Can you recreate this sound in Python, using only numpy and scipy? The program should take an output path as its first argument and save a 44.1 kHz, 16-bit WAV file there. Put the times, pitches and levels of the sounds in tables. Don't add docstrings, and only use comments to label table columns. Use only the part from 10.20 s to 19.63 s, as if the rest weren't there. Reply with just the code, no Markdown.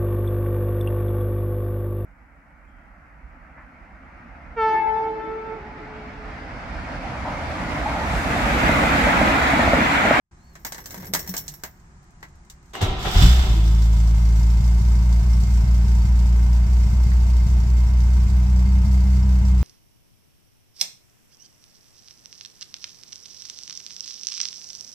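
import sys
import numpy as np
from scipy import signal
from scipy.fft import rfft, irfft, next_fast_len
from scipy.io import wavfile
from scipy.ndimage import uniform_filter1d, map_coordinates

SR = 44100
rng = np.random.default_rng(int(sys.argv[2]) if len(sys.argv) > 2 else 0)


def generate_wav(sig):
    pcm = np.round(np.clip(np.atleast_2d(sig).T, -1, 1) * 32767).astype(np.int16)
    wavfile.write(sys.argv[1], SR, pcm)


N = 415863
TIME = np.arange(N) / SR
STARTER_ON_S, STARTER_OFF_S, IDLE_S = 2.53, 3.27, 3.5

# frequency_hz, side_minus_mid_db
STEREO_WIDTH = [(60, -20), (200, -18), (380, -3), (700, -8.5), (1290, 2.5), (4400, 0.5), (15000, -0.5)]
# frequency_hz, level_db
AMBIENT_SPECTRUM = [(12, -31), (20, -6.5), (68, -3.5), (88, -11.5), (146, -12.5), (163, -9.5), (301, -28),
                    (347, -21.5), (485, -37.5), (738, -28.5), (1760, -34.5), (3340, -48.5), (7520, -41),
                    (16000, -87)]
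KNOCK_SPECTRUM = [(150, 0), (400, -2.5), (900, 0), (1900, -3), (2800, -15), (5000, -14.5)]
SNAP_SPECTRUM = [(1500, -24), (2800, -6.5), (4200, 0), (5000, 1), (6600, 6), (8600, 0), (10300, -14),
                 (12500, -2.5), (16000, -13.5)]
TINKLE_SPECTRUM = [(4500, -29), (7400, -10), (10500, -24), (11500, -24), (13000, -2), (14800, -5),
                   (15800, -3)]
RUB_SPECTRUM = [(45, -3), (80, 2), (130, -4), (200, -7), (330, -10), (500, -14.5)]
# start_s, snap_db, knock_db, ring_db
CONTACTS = [(0.3538, -38.5, -44, -63), (0.4486, -23, -32, -34), (0.466, -28.5, -41, -37),
            (0.5218, -24.5, -36.5, -39), (0.546, -30, -40, -50), (0.5811, -35, -37.5, -47),
            (0.6582, -27.5, -43, -39), (0.707, -31, -48, -43), (0.7437, -33, -39, -39),
            (0.8011, -52, -48, -49), (0.83, -49, -41, -52), (0.8545, -45, -47, -39),
            (0.9366, -11, -25.5, -26), (0.9496, -15, -25, -25), (0.9924, -24.5, -42, -31.5),
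            (1.0756, -32, -43, -34), (1.0927, -28, -50, -30.5), (1.14, -26, -32.5, -36),
            (1.1662, -17.5, -39.5, -33), (1.1781, -24, -55, -28), (1.28, -22, -49, -43),
            (1.3389, -38, -53, -39), (1.436, -24.5, -31.5, -36), (2.028, -40, -39, -62),
            (2.2995, -32.5, -57, -64)]
# pitch_hz, level_db, t60_s
KEY_MODES = [(5540, -3, 0.14), (5640, 0, 0.11), (11400, -6, 0.19), (11500, -3, 0.18), (11740, -3.5, 0.19),
             (13610, -6, .09), (14620, 1, 0.24), (14800, -9, .11), (14800, -1, .17)]
# centre_hz, width_hz, lift_db
DASH_RESONANCES = [(780, 120, 3), (1220, 154, -3), (1710, 163, 4.5), (2110, 270, 7)]
# start_s, pitch_hz, level_db
HAND_BUMPS = [(0.771, 184.1, -35), (.80, 139, -44), (0.886, 191, -34), (0.939, 166, -35),
              (1.085, 183.4, -28.5), (1.11, 183.6, -43), (1.21, 157, -46), (1.278, 147.4, -41.5)]
# frequency_hz, level_db
GRIND_SPECTRUM = [(120, -9), (220, -6), (290, -3.5), (390, -2), (490, -8.5), (720, -5), (1000, -11.5),
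                  (1300, -11), (1600, -15.5), (3400, -13.5), (4400, -19), (8700, -38), (9500, -53),
                  (12400, -43), (16000, -54.5)]
SHUDDER_SPECTRUM = [(15, -13), (35, 2.5), (60, -2), (85, -7.5), (150, -9), (220, -16.5), (400, -34)]
# centre_hz, width_hz, lift_db
CASING_RESONANCES = [(375, 25, 5), (690, 40, 6), (775, 40, 8), (995, 40, 4), (1280, 220, 3), (2120, 80, 3),
                     (3460, 400, 3)]
# start_s, grind_db, shudder_db
LURCHES = [(2.606, -27.5, -26.5), (2.68, -43, -32), (2.844, -30.5, -29), (2.94, -31, -19.5),
           (3.01, -37, -10.5), (3.28, -62, -23)]
# time_s, pitch_hz
MESH_PITCH = [(2.62, 792), (2.73, 765), (2.8, 715), (2.86, 798), (2.97, 881)]
# start_s, knock_db, snap_db, thump_db
CLUNKS = [(2.535, -44, -47, -70), (2.552, -32.5, -45, -47), (2.615, -37, -36, -29.5),
          (2.626, -33, -37.5, -12), (2.856, -28, -55, -39.5), (6.918, -37.5, -64, -70)]
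# pitch_hz, level_db, t60_s
PLUNGER_MODES = [(2830, -37, .18), (2930, -39, .17), (1290, -41, .12)]
# time_s, firings_per_s
FIRING_RATE = [(2.6, 12), (2.9, 24.4), (3.08, 59), (3.2, 63.3), (3.3, 54.65), (4.2, 56.2), (4.55, 57.8),
               (6.3, 58.78), (6.9, 60.31), (7.5, 59.5), (8.3, 61.45), (8.7, 63.5), (9.43, 62.36)]
# frequency_hz, level_db
INTAKE_SPECTRUM = [(710, -31), (1250, -6.5), (2000, -11), (2500, -12), (3400, -6), (4500, -10.5),
                   (5600, -9.5), (6600, -16), (7600, -12), (9500, -28.5), (12200, -20.5), (16000, -26)]
# centre_hz, width_hz, lift_db
AIR_BOX_RESONANCES = [(2610, 56, 0), (3040, 90, 5), (3150, 80, 3), (3480, 190, 7.5)]
# time_s, level_db, harmonic_lift_db
EXHAUST_EFFORT = [(2.92, -32, 0), (2.97, -0.5, -1), (3.02, -4, 8.5), (3.06, 1.5, 3.5), (3.1, .5, -2),
                  (3.21, -2, -20), (3.275, -14, 8), (3.315, -4, -1), (3.5, -2.5, -0.5)]
# frequency_hz, level_db
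CABIN_RESPONSE = [(40, -11), (63, -11), (74, -13.5), (108, -24), (118, -29.5), (167, -29), (175, -30.5),
                  (180, -34.5), (186, -25.5)]
# firing_rate_multiple, level_db
OVERTONES = [(4, -63), (5, -61), (6, -58)]
PULSE_DEVIATIONS = [0.71, -0.46, 0.18, -0.89, 0.78, -0.12]
# pitch_hz, level_db, t60_s
PIPE_MODES = [(33.4, -5, 0.18), (70.6, 0, 0.3), (97.5, -1, 0.39), (122.5, -0.5, 0.26), (169.4, -7, 0.37),
              (203.6, -5, 0.23)]
TAPPET_LEVELS = [2.5, -27, 3, -9, 5, -7]
# frequency_hz, level_db
CLATTER_SPECTRUM = [(150, 7), (230, 2), (380, -2), (540, -9.5), (660, -4.5), (780, -8), (1000, -8),
                    (1300, -10.5), (1900, -16.5), (2400, -14.5), (3200, -20.5), (5000, -41)]
TICKING_SPECTRUM = [(2000, -12), (3300, -7.5), (4600, 0), (6800, -2.5), (7700, -0.5), (8600, -7.5),
                    (9700, -14.5), (11000, -13.5), (11900, -8), (13500, -11), (16000, -16.5)]
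# centre_hz, width_hz, lift_db
BLOCK_RESONANCES = [(391, 33, 4), (693, 92, 3), (887, 73, 6.5), (983, 41, 8), (1552, 120, 4.5),
                    (2116, 64, 8), (3680, 180, 4.5), (4824, 150, 1.5), (6074, 140, 5), (6497, 100, 3.5),
                    (7340, 180, 3.5)]
# pitch_hz, level_db, t60_s
COVER_MODES = [(2107, -1, 0.1), (4440, -8, 0.065), (4730, -5.5, 0.045), (4990, -1, 0.071),
               (5370, -1.5, 0.11), (5520, -1.5, 0.14), (7450, 1, 0.05)]
# peak_s, pitch_hz, level_db, half_width_s
BODY_HUMS = [(3.223, 376.5, -41.5, .14), (3.38, 329, -34.5, .04), (3.476, 328, -43, 0.056)]
# time_s, depth_db
STUMBLES = [(5.29, 5), (6.73, 5.5), (7.43, 4), (7.71, 2), (8.1, 3)]
# pitch_hz, level_db, t60_s
CHINK_MODES = [(4630, 2, .07), (4690, -8, .05), (5350, -2, .05)]


def from_db(db):
    return 10 ** (np.asarray(db) / 20)


def wander(per_s):
    step = SR / per_s
    knots = rng.standard_normal(int(N / step) + 4)
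    curve = map_coordinates(knots, [np.arange(N) / step + 1], order=2)
    return curve / np.sqrt(np.mean(curve ** 2))


def bell(peak_s, width_s):
    return np.exp(-np.minimum(((TIME - peak_s) / width_s) ** 2, 40))


def hump(start_s, rise_s):
    age = np.clip((TIME - start_s) / rise_s, 0, 40)
    return age * np.exp(1 - age)


def swell(start_s, attack_s, release_s, fall_db_per_s):
    attack = np.clip((TIME - start_s) / attack_s, 0, 1)
    return attack * from_db(-fall_db_per_s * np.maximum(TIME - release_s, 0))


def impulses(times_s, sizes):
    return np.bincount(np.clip(np.asarray(times_s) * SR, 0, N - 1).astype(int), sizes, N)


def poisson(per_s):
    return rng.random(N) < per_s / SR


def decay(clicks, t60_s):
    return signal.lfilter([1], [1, -from_db(-60 / (t60_s * SR))], clicks + 1e-18)


def ring(clicks, hz, t60_s):
    r, w = from_db(-60 / (t60_s * SR)), 2 * np.pi * hz / SR
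    return signal.lfilter([0, np.sin(w)], [1, -2 * r * np.cos(w), r * r], clicks + 1e-18)


def struck(hits, modes):
    return sum(from_db(db) * ring(hits * rng.standard_normal((2, N)), hz, t60) for hz, db, t60 in modes)


def burst(clicks, crack_t60_s, cabin_t60_s, cabin_db):
    direct = decay(clicks ** 2, crack_t60_s / 2)
    scattered = from_db(2 * cabin_db) * decay(clicks ** 2, cabin_t60_s / 2)
    return np.sqrt(direct + scattered)


def noise(spectrum, resonances=(), ripple_db=1.5):
    size = next_fast_len(N)
    hz = np.fft.rfftfreq(size, 1 / SR) + 1

    def curve_db(points):
        point_hz, db = np.transpose(points)
        return np.interp(np.log(hz), np.log(point_hz), db)

    octaves_outside = np.maximum(0, np.log2(np.maximum(hz / spectrum[-1][0], spectrum[0][0] / hz)))
    colour_db = curve_db(spectrum) - 24 * octaves_outside
    for centre, width, lift in resonances:
        colour_db += lift / (1 + (2 * (hz - centre) / width) ** 2)
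    grid_hz = np.arange(0, SR / 2, 35)
    colour_db += ripple_db * np.interp(hz, grid_hz, rng.standard_normal(len(grid_hz)) * (grid_hz > 500))
    white = rfft(rng.standard_normal((2, size)))
    mid = irfft(white[0] * from_db(colour_db))[:N]
    side = irfft(white[1] * from_db(colour_db + curve_db(STEREO_WIDTH)))[:N]
    return np.array([mid + side, mid - side]) / np.std(mid)


def pan(x, left_db):
    return x * from_db(np.array([[left_db], [-left_db]]) / 2)


def surroundings():
    return from_db(-49) * noise(AMBIENT_SPECTRUM)


def lock_squeak():
    hz = (4020 + 420 * bell(peak_s=.28, width_s=.06)) * (1 + .008 * wander(per_s=300))
    return from_db(-65) * bell(peak_s=.28, width_s=.084) * np.sin(2 * np.pi * np.cumsum(hz) / SR)


def keys():
    start_s, snap_db, knock_db, ring_db = np.transpose(CONTACTS)
    swing_peak_s = .93
    swing = from_db(-44) * bell(swing_peak_s, width_s=.34)
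    touches = poisson(per_s=100) * swing * from_db(rng.normal(0, 2.4, N))
    ticks = from_db(-56) * poisson(per_s=11) * (TIME > swing_peak_s) * (TIME < STARTER_ON_S)
    knocks = impulses(start_s, from_db(knock_db)) + from_db(-6) * touches
    snaps = impulses(start_s, from_db(snap_db)) + ticks + from_db(2.5) * touches
    strikes = impulses(start_s, from_db(ring_db))
    knock = burst(knocks, crack_t60_s=.027, cabin_t60_s=.15, cabin_db=-1)
    snap = burst(snaps, crack_t60_s=.017, cabin_t60_s=.11, cabin_db=-4.5)
    tinkle = burst(strikes + from_db(-9) * touches, crack_t60_s=.03, cabin_t60_s=.14, cabin_db=0)
    dashboard = from_db(-1.5) * knock * noise(KNOCK_SPECTRUM, DASH_RESONANCES, ripple_db=3.5)
    metal = from_db(-8) * snap * noise(SNAP_SPECTRUM, ripple_db=2)
    metal += pan(from_db(-4.5) * tinkle * noise(TINKLE_SPECTRUM, ripple_db=4), left_db=-2.5)
    metal += from_db(-6) * struck(strikes + touches, KEY_MODES)
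    pitch_index = rng.integers(0, 12, N)
    for k, hz in enumerate(np.geomspace(12000, 15500, 12)):
        clinks = ring(from_db(-10) * touches * (pitch_index == k), hz, t60_s=.04)
        metal += pan(clinks, left_db=rng.normal(0, 5))
    rubbing = from_db(1) * swing * noise(RUB_SPECTRUM)
    return dashboard + pan(metal, left_db=-.5) + rubbing


def hand_bumps():
    return sum(from_db(db) * hump(s, rise_s=.019) * np.sin(2 * np.pi * hz * (TIME - s))
               for s, hz, db in HAND_BUMPS)


def starter(firings):
    meshed = swell(LURCHES[0][0], .014, STARTER_OFF_S, fall_db_per_s=58)
    unloaded = from_db(-2) * swell(STARTER_ON_S, .017, STARTER_OFF_S, fall_db_per_s=58)
    grind = from_db(-33) * np.maximum(meshed, unloaded)
    shudder = from_db(-30) * meshed
    for start_s, grind_db, shudder_db in LURCHES:
        lurch = hump(start_s, rise_s=.021)
        grind += from_db(grind_db) * lurch
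        shudder += from_db(shudder_db) * lurch
    teeth = 1 + .33 * np.cos(2 * np.pi * 35 * firings)
    gears = from_db(-2.5) * grind * teeth * noise(GRIND_SPECTRUM, CASING_RESONANCES, ripple_db=4)
    mesh_hz = np.interp(TIME, *np.transpose(MESH_PITCH)) * (1 + .018 * wander(per_s=100))
    phase = 2 * np.pi * np.cumsum(mesh_hz) / SR
    whining = swell(MESH_PITCH[0][0], .024, MESH_PITCH[-1][0], fall_db_per_s=300)
    whine = from_db(-10) * grind * whining * (np.sin(phase) + from_db(-6) * np.sin(1.7 * phase))
    return gears + whine + shudder * noise(SHUDDER_SPECTRUM)


def clunks():
    start_s, knock_db, snap_db, thump_db = np.transpose(CLUNKS)
    knock = burst(impulses(start_s, from_db(knock_db)), crack_t60_s=.02, cabin_t60_s=.13, cabin_db=-5)
    snap = burst(impulses(start_s, from_db(snap_db)), crack_t60_s=.02, cabin_t60_s=.22, cabin_db=-2)
    thump = ring(impulses(start_s, from_db(thump_db)), hz=101.5, t60_s=.15)
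    strike = impulses(times_s=[2.553], sizes=[1])
    plunger = sum(from_db(db) * ring(strike, hz, t60) for hz, db, t60 in PLUNGER_MODES)
    return knock * noise(KNOCK_SPECTRUM, DASH_RESONANCES) + snap * noise(SNAP_SPECTRUM) + thump + plunger


def pulsation(taps, running, depth):
    ticks = decay(taps, t60_s=.08)
    return (1 + depth * ticks) / (1 + depth * np.mean(ticks[running > .5]))


def intake(taps, running):
    start_s, peak_s, rise_db_per_s = 2.78, 3.033, 70
    opening = from_db(-rise_db_per_s * np.maximum(peak_s - TIME, 0))
    rush = from_db(-27.5) * swell(start_s, .014, peak_s, fall_db_per_s=97)
    hiss = from_db(-38.5) * swell(start_s, .036, peak_s, fall_db_per_s=21.5)
    air = noise(INTAKE_SPECTRUM, AIR_BOX_RESONANCES, ripple_db=3)
    return pan(opening * (rush + hiss) * pulsation(taps, running, depth=.34) * air, left_db=-3)


def exhaust_boom(firings, running, miss_s, depth_db):
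    offset_s = np.arange(-SR // 10, SR // 10) / SR
    dip = np.exp(-.5 * (offset_s / .017) ** 2)
    dip_db = signal.fftconvolve(impulses(miss_s, depth_db), dip, "same")
    time_s, level_db, lift_db = np.transpose(EXHAUST_EFFORT)
    effort, lift = (from_db(np.interp(TIME, time_s, db)) for db in (level_db, lift_db))
    firing_hz = np.interp(TIME, *np.transpose(FIRING_RATE))
    first, second, third = (from_db(np.interp(k * firing_hz, *np.transpose(CABIN_RESPONSE)))
                            for k in (1, 2, 3))
    phase = 2 * np.pi * (firings - .0267 * dip_db + .016 * wander(per_s=8))
    fundamental = first * from_db(-dip_db) * np.sin(phase)
    harmonics = second * np.cos(2 * phase) - third * np.sin(3 * phase)
    overtones = sum(from_db(db) * np.sin(k * phase) for k, db in OVERTONES)
    return np.sqrt(2) * (effort * (running > 0) * (fundamental + lift * harmonics) + running * overtones)


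def exhaust_pipe(fired_s, running, miss_s, depth_db):
    deviations = np.resize(PULSE_DEVIATIONS, len(fired_s)) + .4 * rng.standard_normal(len(fired_s))
    missed_s = fired_s[np.abs(fired_s[:, None] - (miss_s - .018)).argmin(axis=0)]
    holes = uniform_filter1d(impulses(missed_s, np.sqrt(np.abs(depth_db))), size=170)
    jolts = running * (from_db(-30.5) * impulses(fired_s, deviations) - from_db(-30) * holes)
    pipe = sum((-1) ** k * from_db(db) * ring(jolts, hz, t60)
               for k, (hz, db, t60) in enumerate(PIPE_MODES))
    muffled = signal.sosfilt(signal.butter(4, 235, fs=SR, output="sos"), pipe)
    return pan(muffled, left_db=2.5)


def clatter(taps, running):
    idling_s = np.maximum(TIME - IDLE_S, 0)
    block_gain = from_db(-42.18 - .17 * idling_s)
    valve_gain = from_db(-49 - .77 * idling_s + 1.2 * wander(per_s=30))
    covers = from_db(-4) * struck(taps, COVER_MODES)
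    block = pulsation(taps, running, depth=.18) * noise(CLATTER_SPECTRUM, BLOCK_RESONANCES, ripple_db=2)
    valves = pulsation(taps, running, depth=.53) * noise(TICKING_SPECTRUM, BLOCK_RESONANCES, ripple_db=2.5)
    return running * (pan(block_gain * block, left_db=.5) + pan(valve_gain * (valves + covers), left_db=-4))


def body_hum():
    return sum(from_db(db) * bell(s, width) * (1 + .3 * wander(per_s=25)) * np.sin(2 * np.pi * hz * TIME)
               for s, hz, db, width in BODY_HUMS)


def misfires(firings):
    firings_per_miss, anchor_s, onset_s = 12, 4.2, .7
    first = np.interp(anchor_s, TIME, firings) % firings_per_miss
    miss_s = np.interp(np.arange(first, firings[-1], firings_per_miss), firings, TIME)
    miss_s = miss_s[miss_s > IDLE_S]
    setting_in = np.clip((miss_s - IDLE_S) / onset_s, 0, 1) ** 2
    depth_db = rng.normal(3.5, 1.33, len(miss_s)) * setting_in
    return np.vstack([np.column_stack([miss_s, depth_db]), STUMBLES]).T


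def chinks():
    hits = poisson(per_s=19) * np.clip((TIME - IDLE_S) / 3, 0, 1)
    return from_db(-52) * struck(hits, CHINK_MODES)


def scene():
    firings = np.cumsum(np.interp(TIME, *np.transpose(FIRING_RATE))) / SR
    fired_s = TIME[1:][np.diff(np.floor(firings)) > 0]
    running = np.clip((TIME - 2.9) / .12, 0, 1)
    starting = lock_squeak() + keys() + hand_bumps() + starter(firings) + clunks()
    tap_db = np.resize(TAPPET_LEVELS, len(fired_s)) + rng.normal(0, 1, len(fired_s))
    taps = impulses(fired_s, from_db(tap_db))
    misses = misfires(firings)
    exhaust = exhaust_boom(firings, running, *misses) + exhaust_pipe(fired_s, running, *misses)
    exhaust[1] = np.interp(TIME - .0002, TIME, exhaust[1])
    engine = intake(taps, running) + exhaust + clatter(taps, running) + body_hum() + chinks()
    return surroundings() + starting + engine


def record(dry):
    opened = dry * np.clip((TIME - .11) / .0059, .015, 1)
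    rounded = opened / (1 + (opened / .95) ** 8) ** (1 / 8)
    return signal.sosfilt(signal.ellip(12, .1, 80, 15900, fs=SR, output="sos"), rounded)


dry = scene()
out = record(dry)
generate_wav(out)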